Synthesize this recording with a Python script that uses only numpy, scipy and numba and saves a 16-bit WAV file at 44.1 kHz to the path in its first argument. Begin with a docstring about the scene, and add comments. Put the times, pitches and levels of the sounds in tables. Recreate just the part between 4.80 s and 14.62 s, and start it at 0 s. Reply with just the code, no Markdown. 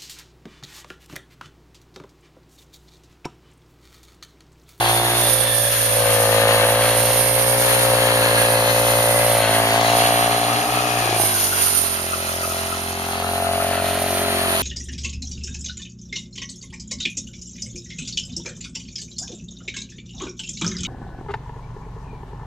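"""A four-stroke petrol brush cutter mows a green crop in an open field, a few metres from a phone.
One exhaust pulse every two shaft turns rings the muffler; shaft orders hum and knocks ring the casing.
Geared tones whine and rattle, and noise broken into snaps hisses as the blade shreds stalks.
The speed sags under load; after six seconds the throttle eases, the engine stumbles and settles lower."""
import sys
import numpy as np
from scipy import signal
from scipy.fft import rfft, irfft
from scipy.io import wavfile
from scipy.ndimage import uniform_filter1d, map_coordinates
from numba import njit

SR = 44100
rng = np.random.default_rng(int(sys.argv[2]) if len(sys.argv) > 2 else 0)


def dump_mix(stems):
    """Bounce the given channels to the path in sys.argv[1] as a 16-bit WAV at rate SR."""
    frames = np.atleast_2d(stems).T  # one column per channel
    limited = np.clip(frames, -1, 1)  # hard clip at full scale
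    pcm = np.round(limited * 32767).astype(np.int16)
    wavfile.write(sys.argv[1], SR, pcm)


N = 433062
TIME = np.arange(N) / SR


def undb(db):
    """Decibels to gain."""
    return 10 ** (np.asarray(db) / 20)


def curves(table):
    """The columns of a table, joined by straight lines in time."""
    s, *columns = np.transpose(table)
    return [np.interp(TIME, s, column) for column in columns]


def unit(x):
    """Scale to rms 1."""
    return x / np.sqrt(np.mean(x ** 2))


def even(x):
    """Hold the rms at 1 over a few tenths of a second."""
    power = uniform_filter1d(uniform_filter1d(x ** 2, size=8000), size=8000)
    return x / np.sqrt(power)


def walk(rate):
    """Slow random drift around 0, with about `rate` new values per second joined smoothly."""
    k = max(int(SR / rate), 1)
    held = np.repeat(rng.standard_normal(N // k + 1), k)
    return 2.0 * uniform_filter1d(held, k)[:N]


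def swell(s, half_s):
    """A smooth rise and fall around one moment, top 1."""
    return np.exp(-((TIME - s) / half_s) ** 2)


def fade(x, seconds):
    """Give every impulse an exponential tail."""
    return signal.lfilter([1], [1, -np.exp(-1 / (seconds * SR))], x)


def band(x, hz, width_hz):
    """One resonance, gain 1 at its centre."""
    return signal.lfilter(*signal.iirpeak(hz, hz / width_hz, fs=SR), x)


@njit
def resonate(x, hz, width_hz):
    """A resonance whose centre may move, gain 1 at the centre."""
    y, b, low = np.empty(len(x)), 0., 0.
    for i in range(len(x)):
        g, k = np.tan(np.pi * hz[i] / SR), width_hz[i] / hz[i]
        v = (b + g * (x[i] - low)) / (1 + g * (g + k))
        b, low, y[i] = 2 * v - b, low + 2 * g * v, k * v
    return y


def colour(x, points):
    """Causal minimum-phase filter with a (Hz, dB) response."""
    hz, db = np.transpose(points)
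    grid = np.fft.rfftfreq(2048, 1 / SR) + 1
    gain = undb(np.interp(np.log(grid), np.log(hz), db))
    cepstrum = irfft(np.log(gain))
    # fold the cepstrum onto positive time
    cepstrum[1:1024] *= 2
    cepstrum[1025:] = 0
    response = irfft(np.exp(rfft(cepstrum)))
    return signal.oaconvolve(np.atleast_2d(x), response[None], axes=1)[:, :N]


def pan(db):
    """Left and right gains for a left-minus-right level difference."""
    return undb(np.array([[1], [-1]]) * db / 2)


def ports(alike):
    """Noise at the two microphone ports, partly shared."""
    alike = np.clip(alike, 0, 1)
    shared = np.sqrt(alike) * rng.standard_normal(N)
    return shared + np.sqrt(1 - alike) * rng.standard_normal((2, N))


def delay(x, ms):
    """Read a sound late by a moving delay."""
    return map_coordinates(x, [np.arange(N) - ms * SR / 1000], order=3, mode="nearest")


def strokes(cycle, pattern, scatter_db, jitter):
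    """Impulses at fixed places in each engine cycle, each a little off in size and time (jitter in s)."""
    out, turns = np.zeros(N), np.arange(1, int(cycle[-1]))
    samples = np.arange(N)
    for place, strength in pattern:
        size, slip = rng.standard_normal((1024, 2))[turns].T
        at = np.interp(turns + place, cycle, samples)
        slip_s = slip * np.interp(at, samples, jitter * np.ones(N))
        at = np.clip(at + slip_s * SR, 0, N - 2)
        push = strength * undb(np.interp(at, samples, scatter_db * np.ones(N)) * size)
        # share each impulse between the two nearest samples
        whole = at.astype(int)
        out[whole] += push * (1 - at % 1)
        out[whole + 1] += push * (at % 1)
    return out


FULL_HZ, PART_HZ = 54, 44.8  # firing rates at full and at part throttle


def throttle(hz):
    """How far the throttle is open, 0-1, judged by the speed."""
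    return np.clip((hz - PART_HZ) / (FULL_HZ - PART_HZ), 0, 1)


STUMBLE_S, STUMBLE_HALF_S = 6.34, .125


def stumble():
    """1 while the engine stumbles as the throttle eases, with quick edges."""
    return np.exp(-((TIME - STUMBLE_S) / STUMBLE_HALF_S) ** 6)


# Exhaust as the muffler turns with the worker, before trim: start_s, level_db, left_minus_right_db
EXHAUST_LEVEL = [(0.0, -20, 0.5), (0.9, -27.5, 5.5), (0.98, -31, 10), (1.23, -20, 6), (1.69, -16.5, 1),
                 (2.46, -22.5, 3.5), (3.01, -21.5, 8.5), (3.09, -18.5, 4.5), (3.58, -20, 2.5),
                 (3.72, -19, 3.5), (3.88, -19.5, 2.5), (4.46, -19, 4), (4.87, -19.5, 1.0), (5.14, -17, 1),
                 (5.83, -23.5, 3.5), (6.43, -24, 2.5), (6.51, -31, 8), (6.89, -37, 4), (7.74, -30.5, 4),
                 (8.04, -33.5, 1), (8.67, -22, 4), (9.82, -27, 3)]
# Main exhaust blow-down: place_cycles, strength_ratio
BLOW_DOWN = [(.008, 1)]
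# Weaker gas pulse that follows: place_cycles, strength_ratio
GAS_PUFFS = [(0.333, 0.4)]
# Uneven burning: start_s, roughness_0_to_1
ROUGHNESS = [(0, .16), (.4, .18), (.55, .5), (.8, .35), (1.1, .5), (1.35, .2), (2, .22), (2.4, .36),
             (3.2, .25), (4.4, .24), (5, .22), (6.1, .3), (6.35, .6), (7, .4), (7.4, .27), (8.2, .3),
             (8.6, .2), (9.1, .2), (9.33, .38), (9.82, .25)]
# Tone of the bark: freq_hz, level_db
BARK_TONE = [(60, -65), (250, -53.5), (350, -31), (435, -3), (560, 0), (760, 3), (900, 0), (1000, -4),
             (1100, -2), (1280, -9), (1700, -11.5), (3500, -37)]
# The muffler's ring as it turns, against the bark: start_s, centre_hz, width_hz, level_db
MUFFLER_RING = [(0, 790, 150, 6), (.3, 740, 150, -6), (.52, 520, 55, 11), (.85, 565, 70, 23),
                (1.1, 538, 48.6, 22), (1.4, 527, 70, 15), (1.9, 543, 69.6, 11.5), (3, 528, 84, 11),
                (4.2, 550, 74, 10.5), (4.55, 585, 109, 13), (4.85, 677, 141, 8), (6.3, 707, 160, 13),
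                (7.5, 600, 80, 17), (8.3, 746, 80.4, 1), (8.8, 655, 67, 19), (9.82, 645, 71.4, 21)]
# Tone of the stumbling pops: freq_hz, level_db
SPUTTER_TONE = [(60, -29), (150, -5), (250, -7), (370, 5), (520, -11), (800, 0), (1500, -33)]
SCATTER_DB, JITTER_S = 3, .00016  # spread of the firings in size and time at roughness 1
FLOW_DB = -1  # turbulent flow against the pulses at roughness 1
MUFFLER_DB, SPUTTER_DB = -0.93, -27.5  # exhaust trim, sputter level


def exhaust(cycle):
    """Each firing releases a sharp gas pulse that rings the muffler; a stumbling engine sputters."""
    level_db, pan_db = curves(EXHAUST_LEVEL)
    centre_hz, width_hz, ring_db = curves(MUFFLER_RING)
    rough, = curves(ROUGHNESS)
    pulses = strokes(cycle, BLOW_DOWN + GAS_PUFFS, SCATTER_DB * rough, JITTER_S * rough)
    burst = unit(fade(pulses, .005))
    flow = undb(FLOW_DB) * rough * unit(burst + 5.4) * rng.standard_normal(N)
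    bark, = colour(unit(pulses) + flow, BARK_TONE)
    ring = undb(ring_db) * resonate(bark, centre_hz, width_hz)
    muffler = even(bark + ring)
    # hard, uneven pops, strong and weak in turn, each with a spit of gas
    pops = unit(strokes(cycle, BLOW_DOWN, scatter_db=1.5, jitter=.0006))
    spit = .5 * burst * rng.standard_normal(N)
    misfire = (pops + spit) * (.4 + np.cos(np.pi * cycle / 2) ** 2)
    sputter = unit(colour(misfire, SPUTTER_TONE)) * undb(SPUTTER_DB) * stumble()
    return (undb(level_db + MUFFLER_DB) * muffler + sputter) * pan(pan_db)


# Low engine orders at full throttle: firing_rate_multiple, level_db
FULL_THROTTLE_ORDERS = [(3, -10), (4, -3), (5, 0), (7, -2)]
# Low engine orders at part throttle: firing_rate_multiple, level_db
PART_THROTTLE_ORDERS = [(4, -5), (5, 2), (6, -2), (7, -8), (8, 7), (9, 3)]
# Low drone before trim: start_s, level_db
DRONE_LEVEL = [(0.0, -36), (0.41, -30.5), (0.9, -40), (1.58, -29.5), (2.54, -31.5), (3.42, -27.5),
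               (4.62, -30.5), (4.73, -25), (5.8, -27), (7.49, -31), (9.46, -21.5), (9.82, -24)]
# Honk of the air inlet: start_s, level_db
INLET_HONK = [(0, -29.5), (.4, -31), (1, -64), (5.5, -54), (6.6, -40.5), (7.7, -40.5), (9.0, -26),
              (9.82, -33)]
# One brief dip of the hum: centre_s, half_length_s, depth_db
HUM_DIPS_ONCE = (5.7, 0.8, 3.8)
HUM_DB, HUM_THROTTLE_DB = -32.5, 5  # hum at part throttle, its rise at full throttle
HUM_FOLLOW, USUAL_DB = 0.3, -16  # share of the exhaust's swings about this level
THIRD_DB = -9.5  # third order at part throttle, against the hum


def crank(cycle, hz):
    """Clean low orders: the shaft's hum, a drone whose pattern follows the throttle, and the inlet's honk."""
    exhaust_db, _ = curves(EXHAUST_LEVEL)
    drone_db, = curves(DRONE_LEVEL)
    honk_db, = curves(INLET_HONK)
    opening = throttle(hz)
    dip_s, dip_half_s, dip_db = HUM_DIPS_ONCE
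    hum_db = HUM_DB + HUM_THROTTLE_DB * opening - dip_db * swell(dip_s, dip_half_s)
    hum_db = hum_db + HUM_FOLLOW * (exhaust_db - USUAL_DB)
    drone = 0
    # the orders are smeared over the cycle at full throttle and lie closer together at part throttle
    patterns = ((FULL_THROTTLE_ORDERS, opening, .025), (PART_THROTTLE_ORDERS, 1 - opening, .012))
    for table, share, smear in patterns:
        stack = sum(undb(db + 0.5 * walk(30)) * np.cos(2 * np.pi * k * (cycle - smear * k))
                    for k, db in table)
        drone = drone + share * unit(stack)
    # whichever order lies on the inlet resonance at 352 Hz is lifted
    honk = sum(np.exp(-((k * hz - 352) / 27) ** 2) * np.sin(2 * np.pi * k * cycle) for k in range(5, 10))
    # the shaft turns twice per firing
    hum = undb(hum_db + 0.42 * walk(29)) * unit(np.cos(4 * np.pi * cycle))
    firing = undb(hum_db - 14.5 + 0.73 * walk(25)) * unit(np.sin(2 * np.pi * cycle))
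    third = (1 - opening) * undb(hum_db + THIRD_DB) * unit(np.cos(6 * np.pi * cycle))
    # drone and honk break up while the engine stumbles
    steady = 1 - 0.87 * stumble()
    broken = steady * (undb(drone_db - 4.5) * drone + undb(honk_db) * honk)
    return (hum + firing + third + broken) * pan(1.5)


DOUBLE_FROM_S, DOUBLE_TO_S = 5.45, 6.22
IN_STEP_S, DETUNE = 5.97, .037  # moment when both notes are in step, share by which they differ


def doubled(pair):
    """The engine note fades into a slightly faster one; their orders beat while both sound."""
    faster = np.clip((TIME - DOUBLE_FROM_S) / (DOUBLE_TO_S - DOUBLE_FROM_S), 0, 1)
    # a growing delay lowers the pitch, a shrinking one raises it
    drift_ms = 1000 * DETUNE * (TIME - IN_STEP_S)
    notes = [(1 - faster, np.maximum(drift_ms, 0)), (faster, np.maximum(-drift_ms, 0))]
    mixed = np.array([sum(share * delay(x, ms) for share, ms in notes) for x in pair])
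    return mixed / np.hypot(faster, 1 - faster)


# Lag of the left port: start_s, lag_ms
PORT_LAG = [(0, -0.24), (.8, 0.045), (1.7, -0.16), (2.7, 0.13), (4.2, 0.22), (5.2, -0.341), (8.2, -0.29),
            (9.82, 0.21)]
GROUND_MS, GROUND_SWAY_MS = 1.828, 0.05  # lag of the ground reflection, its sway as the worker moves


def travel(pair, ground):
    """The sound also bounces off the ground, and reaches one port before the other."""
    port_ms, = curves(PORT_LAG)
    ground_ms = GROUND_MS + GROUND_SWAY_MS * walk(0.834)
    left, right = (x + ground * delay(x, ground_ms) for x in pair)
    return unit(np.array([delay(left, port_ms), right]))


# Clatter before trim: start_s, level_db, left_minus_right_db
CLATTER_LEVEL = [(0.0, -23, 2), (0.46, -26, 2.5), (0.84, -33.5, 8.5), (0.95, -33, 16.5), (1.69, -23, 4),
                 (2.65, -29.5, 7), (2.87, -26.5, 8), (3.44, -22.5, 2.5), (4.5, -26.5, 4),
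                 (4.72, -22.5, 3.5), (5.3, -22, 0), (5.88, -28, 1), (6.21, -26.5, 4), (7.57, -32.5, -1),
                 (8.31, -31, 0.5), (9.33, -27.5, 2), (9.66, -25.5, 4.5), (9.82, -23.5, 0)]
# Valve and piston knocks within one cycle: place_cycles, strength_ratio
VALVE_KNOCKS = [(0.051, 0.57), (0.198, 0.98), (.37, 0.32), (0.468, 0.52), (.59, 0.89), (0.721, 1),
                (0.879, .6)]
# Casing resonances: centre_hz, width_hz, level_db
CASING_RESONANCES = [(1530, 860, 0.5), (2990, 270, -19.5), (3160, 190, -7.5), (4180, 230, 2),
                     (4570, 170, 5)]
# Tone of the casing: freq_hz, level_db
CASING_TONE = [(100, -29), (1000, 1), (1700, -5), (2030, -0.5), (2200, -4), (2870, 2), (3450, -1),
               (3710, -2.5), (4120, 7), (5120, -6), (6790, -5.5), (7090, -6), (7400, -12.5), (9620, -29),
               (16300, -120)]
GROUND_GAIN = .16  # strength of the ground reflection


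def valves(cycle):
    """Valve and piston knocks ring the casing over the steady rush of the cooling fan."""
    level_db, pan_db = curves(CLATTER_LEVEL)
    knocks = strokes(cycle, VALVE_KNOCKS, scatter_db=2.2, jitter=.00002)
    rush = (1 + .25 * unit(fade(knocks, .0025))) * ports(.5)
    rattle = rush + .58 * unit(knocks)
    # each resonance swells and fades as the casing turns
    ring = sum(undb(mode_db + walk(9)) * band(rattle, hz, width_hz)
               for hz, width_hz, mode_db in CASING_RESONANCES)
    casing = unit(colour(rattle, CASING_TONE)) + 0.63 * unit(ring)
    level = undb(level_db + 1.0 + 0.6 * walk(26))
    return travel(casing, ground=GROUND_GAIN) * level * pan(pan_db + 0.5)


def whine(cycle, multiple, blur_hz):
    """One order of the engine, blurred by play between the parts."""
    blur = np.array([walk(blur_hz) + 1j * walk(blur_hz) for _ in range(2)])
    return unit(np.real(blur * np.exp(2j * np.pi * multiple * cycle)))


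# Rattles as the blade clips stalks, peaking 7.1 ms after: start_s, drive_db
STALK_CLIPS = [(6.562, -31), (6.7251, -27), (6.8653, -30), (6.9436, -30), (7.1202, -39), (7.19, -33),
               (7.33, -23), (7.39, -35), (7.4824, -30), (7.6395, -26), (7.7069, -31), (7.9254, -30),
               (8.4881, -38), (8.6592, -29), (8.7984, -31), (8.984, -30), (9.0848, -33)]
# Gear whine: tooth_rate_multiple, steady_db, rattle_against_clip_db
GEAR_MESH = [(2, -40.5, -2), (4, -48, -14)]
# Blurred bands that swell now and then: centre_s, half_length_s, firing_rate_multiple, blur_hz, level_db
BLURRED_SWELLS = [(.5, 0.7, 60.4, 451, -32), (.85, 0.25, 30.5, 200.6, -34), (1.6, 0.32, 32.4, 69.1, -31),
                  (2.55, .4, 36.5, 297.5, -33), (4.4, 1, 35, 247.7, -33.5), (6.15, 0.35, 42, 220, -33),
                  (3.556, 0.3, 29, 140.3, -29), (4.897, 0.65, 20.5, 197.3, -36),
                  (5.95, 0.72, 21, 258.5, -31)]
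# Clean orders that sing out, multiple rounded in use: centre_s, half_length_s, firing_rate_multiple, level_db
CLEAN_SWELLS = [(1.55, .35, 22, -35), (3.9, .42, 44, -39), (6.27, 0.19, 44, -35)]
MESH_ORDER = 14.8  # tooth meshes of the gear head per engine cycle


def gears(cycle):
    """Meshing teeth whine at multiples of the engine cycle, and rattle when the blade clips a stalk."""
    clip = sum(undb(db) * swell(s + 0.0071, 0.015) for s, db in STALK_CLIPS)
    mesh = sum(whine(cycle, round(k) * MESH_ORDER, 280)
               * (undb(db + 1.6 * walk(22)) + undb(rattle_db) * clip)
               for k, db, rattle_db in GEAR_MESH)
    sung = sum(whine(cycle, k, blur_hz) * undb(db) * swell(s, half_s)
               for s, half_s, k, blur_hz, db in BLURRED_SWELLS)
    clean = sum(unit(np.sin(2 * np.pi * round(k) * cycle)) * undb(db) * swell(s, half_s)
                for s, half_s, k, db in CLEAN_SWELLS)
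    return mesh * pan(3.1) + (sung + clean) * undb(1.1 * walk(18)) * pan(3.5)


# Sweeps of the blade through the crop, bite centred on the start: start_s, length_s, bite_s, hiss_db
BLADE_SWEEPS = [(0, 0.29, 0.022, -21), (0.323, 0.89, 0.29, -15.5), (1.242, 0.89, .05, -19),
                (2.14, 0.81, 0.06, -16), (3.002, 1, .05, -20.5), (4.006, 0.54, 0.14, -18),
                (4.677, 0.15, .05, -22.5), (5.09, 0.36, 0.25, -21.5), (6.373, 0.28, 0.082, -15),
                (6.773, 0.22, .1, -15.5), (7.102, 0.66, 0.077, -26), (8.85, 1, 0.89, -25.5),
                (9.58, .25, 0.33, -22)]
# Tone of the hiss at the left port: freq_hz, level_db
LEFT_HISS_TONE = [(2500, -28), (4500, -2.5), (6800, 2.5), (8800, -7), (10500, 3.5), (12200, 2.5),
                  (13200, 8), (14500, -12)]
# Tone of the hiss at the right port: freq_hz, level_db
RIGHT_HISS_TONE = [(2500, -13.5), (5000, -9.5), (7000, -14), (8500, -3.5), (9300, 9), (10000, 3.5),
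                   (11000, -2), (12000, 0), (13000, -2), (14500, -34.5)]
CLEAR_S = 0.17  # the hiss dies as the stalks fall
SKIM_DB, SKIM_THROTTLE_DB = -28.5, 3  # hiss between sweeps at part throttle, its rise at full throttle
HISS_PAN_DB = -9


def cutting(cycle, hz):
    """The blade shreds stalks in dense snaps; between sweeps it skims stubble."""
    power = undb(SKIM_DB + SKIM_THROTTLE_DB * throttle(hz)) ** 2
    for s, length_s, bite_s, db in BLADE_SWEEPS:
        bite = np.clip((TIME - s) / bite_s + .5, 0, 1)
        clear = np.exp(-np.maximum(TIME - s - length_s, 0) / CLEAR_S)
        power = power + (undb(db) * bite * clear) ** 2
    # about 260 snaps per second
    snaps = (rng.random(N) < 260 / SR) * undb(0.36 * rng.exponential(size=N).clip(0, 4))
    grain = (1 + 0.23 * unit(fade(snaps, 0.0044))) * (1 + 0.029 * np.cos(2 * np.pi * cycle))
    left, right = grain * ports(0.063)
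    hiss = np.vstack([unit(colour(left, LEFT_HISS_TONE)), unit(colour(right, RIGHT_HISS_TONE))])
    sides = pan(HISS_PAN_DB + 2.5 * walk(3.7))
    # the balance wanders without changing the total power
    return hiss * sides / np.hypot(*sides) * np.sqrt(power) * undb(0.69 * walk(25))


# The blade rasps over stubble: centre_s, half_length_s, level_db
STUBBLE_SCRAPES = [(5.0, 0.26, -34.5), (6.052, 0.74, -33.5), (6.88, 0.12, -44), (7.555, 1, -35)]
# Tone of the rasp: freq_hz, level_db
RASP_TONE = [(2500, -21), (4000, -6.5), (4900, -1), (7000, -1.5), (8500, -3), (14000, -27)]


def stubble(cycle):
    """Stalk ends crackle against the blade, in time with the crank."""
    # about 700 snaps per second
    snaps = (rng.random(N) < 700 / SR) * undb(2.5 * rng.exponential(size=N).clip(0, 4))
    crackle = .5 + unit(fade(snaps, .0008))
    grit = crackle * (1 + .3 * np.cos(4 * np.pi * cycle)) * ports(.2)
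    level = sum(undb(db) * swell(s, half_s) for s, half_s, db in STUBBLE_SCRAPES)
    return unit(colour(grit, RASP_TONE)) * level


# Tone of the scattered wash: freq_hz, level_db
WASH_TONE = [(25, -21), (60, -4), (150, -5.5), (300, -4), (600, 1), (1000, 0), (1800, -6), (4000, -19)]


def field():
    """A soft noise wash, following the clatter: engine noise scattered by the crop and the ground."""
    clatter_db, _ = curves(CLATTER_LEVEL)
    return unit(colour(ports(.6), WASH_TONE)) * undb(clatter_db - 8.5 + .6 * walk(9)) * pan(1.8)


# The engine sags under load, then the throttle eases: start_s, firing_rate_hz
ENGINE_SPEED = [(0.0, 57.83), (0.35, 58.85), (0.7, 57.95), (1.0, 56.72), (1.17, 56.37), (1.37, 55.18),
                (1.72, 55.46), (1.97, 57.14), (2.29, 57.76), (2.62, 59.29), (2.82, 59.82), (3.58, 57.52),
                (3.8, 57.64), (4.15, 57.83), (4.49, 58.21), (4.65, 55.44), (5.33, 58.62), (5.61, 58.15),
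                (5.88, 58.88), (6.04, 60.71), (6.23, 58.26), (6.45, 54.03), (6.54, 50.71), (6.67, 48.3),
                (6.97, 45.6), (7.11, 43.89), (7.33, 43.54), (7.95, 44.17), (8.34, 44.25), (8.59, 45.06),
                (9.27, 45.83), (9.49, 45.42), (9.82, 43.73)]
START_PHASE = .495  # in engine cycles


def scene():
    """One crankshaft drives every part of the machine."""
    hz, = curves(ENGINE_SPEED)
    cycle = START_PHASE + np.cumsum(hz) / SR + .002 * walk(14)
    engine = doubled(crank(cycle, hz) + exhaust(cycle))
    blade = stubble(cycle) + cutting(cycle, hz)
    return engine + blade + valves(cycle) + gears(cycle) + field()


TOP_HZ = 14550


def record(dry):
    """The phone has a deep notch near 8 kHz and cuts the top."""
    # freq_hz, level_db
    notch = [(6900, 0.5), (7300, -6.5), (7650, -17.0), (8000, -23.0), (8350, -5.5), (8800, -0.5)]
    low_pass = signal.ellip(10, .2, 80, TOP_HZ, fs=SR, output="sos")
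    return signal.sosfilt(low_pass, colour(dry, notch))


dry = scene()
out = record(dry)
dump_mix(out)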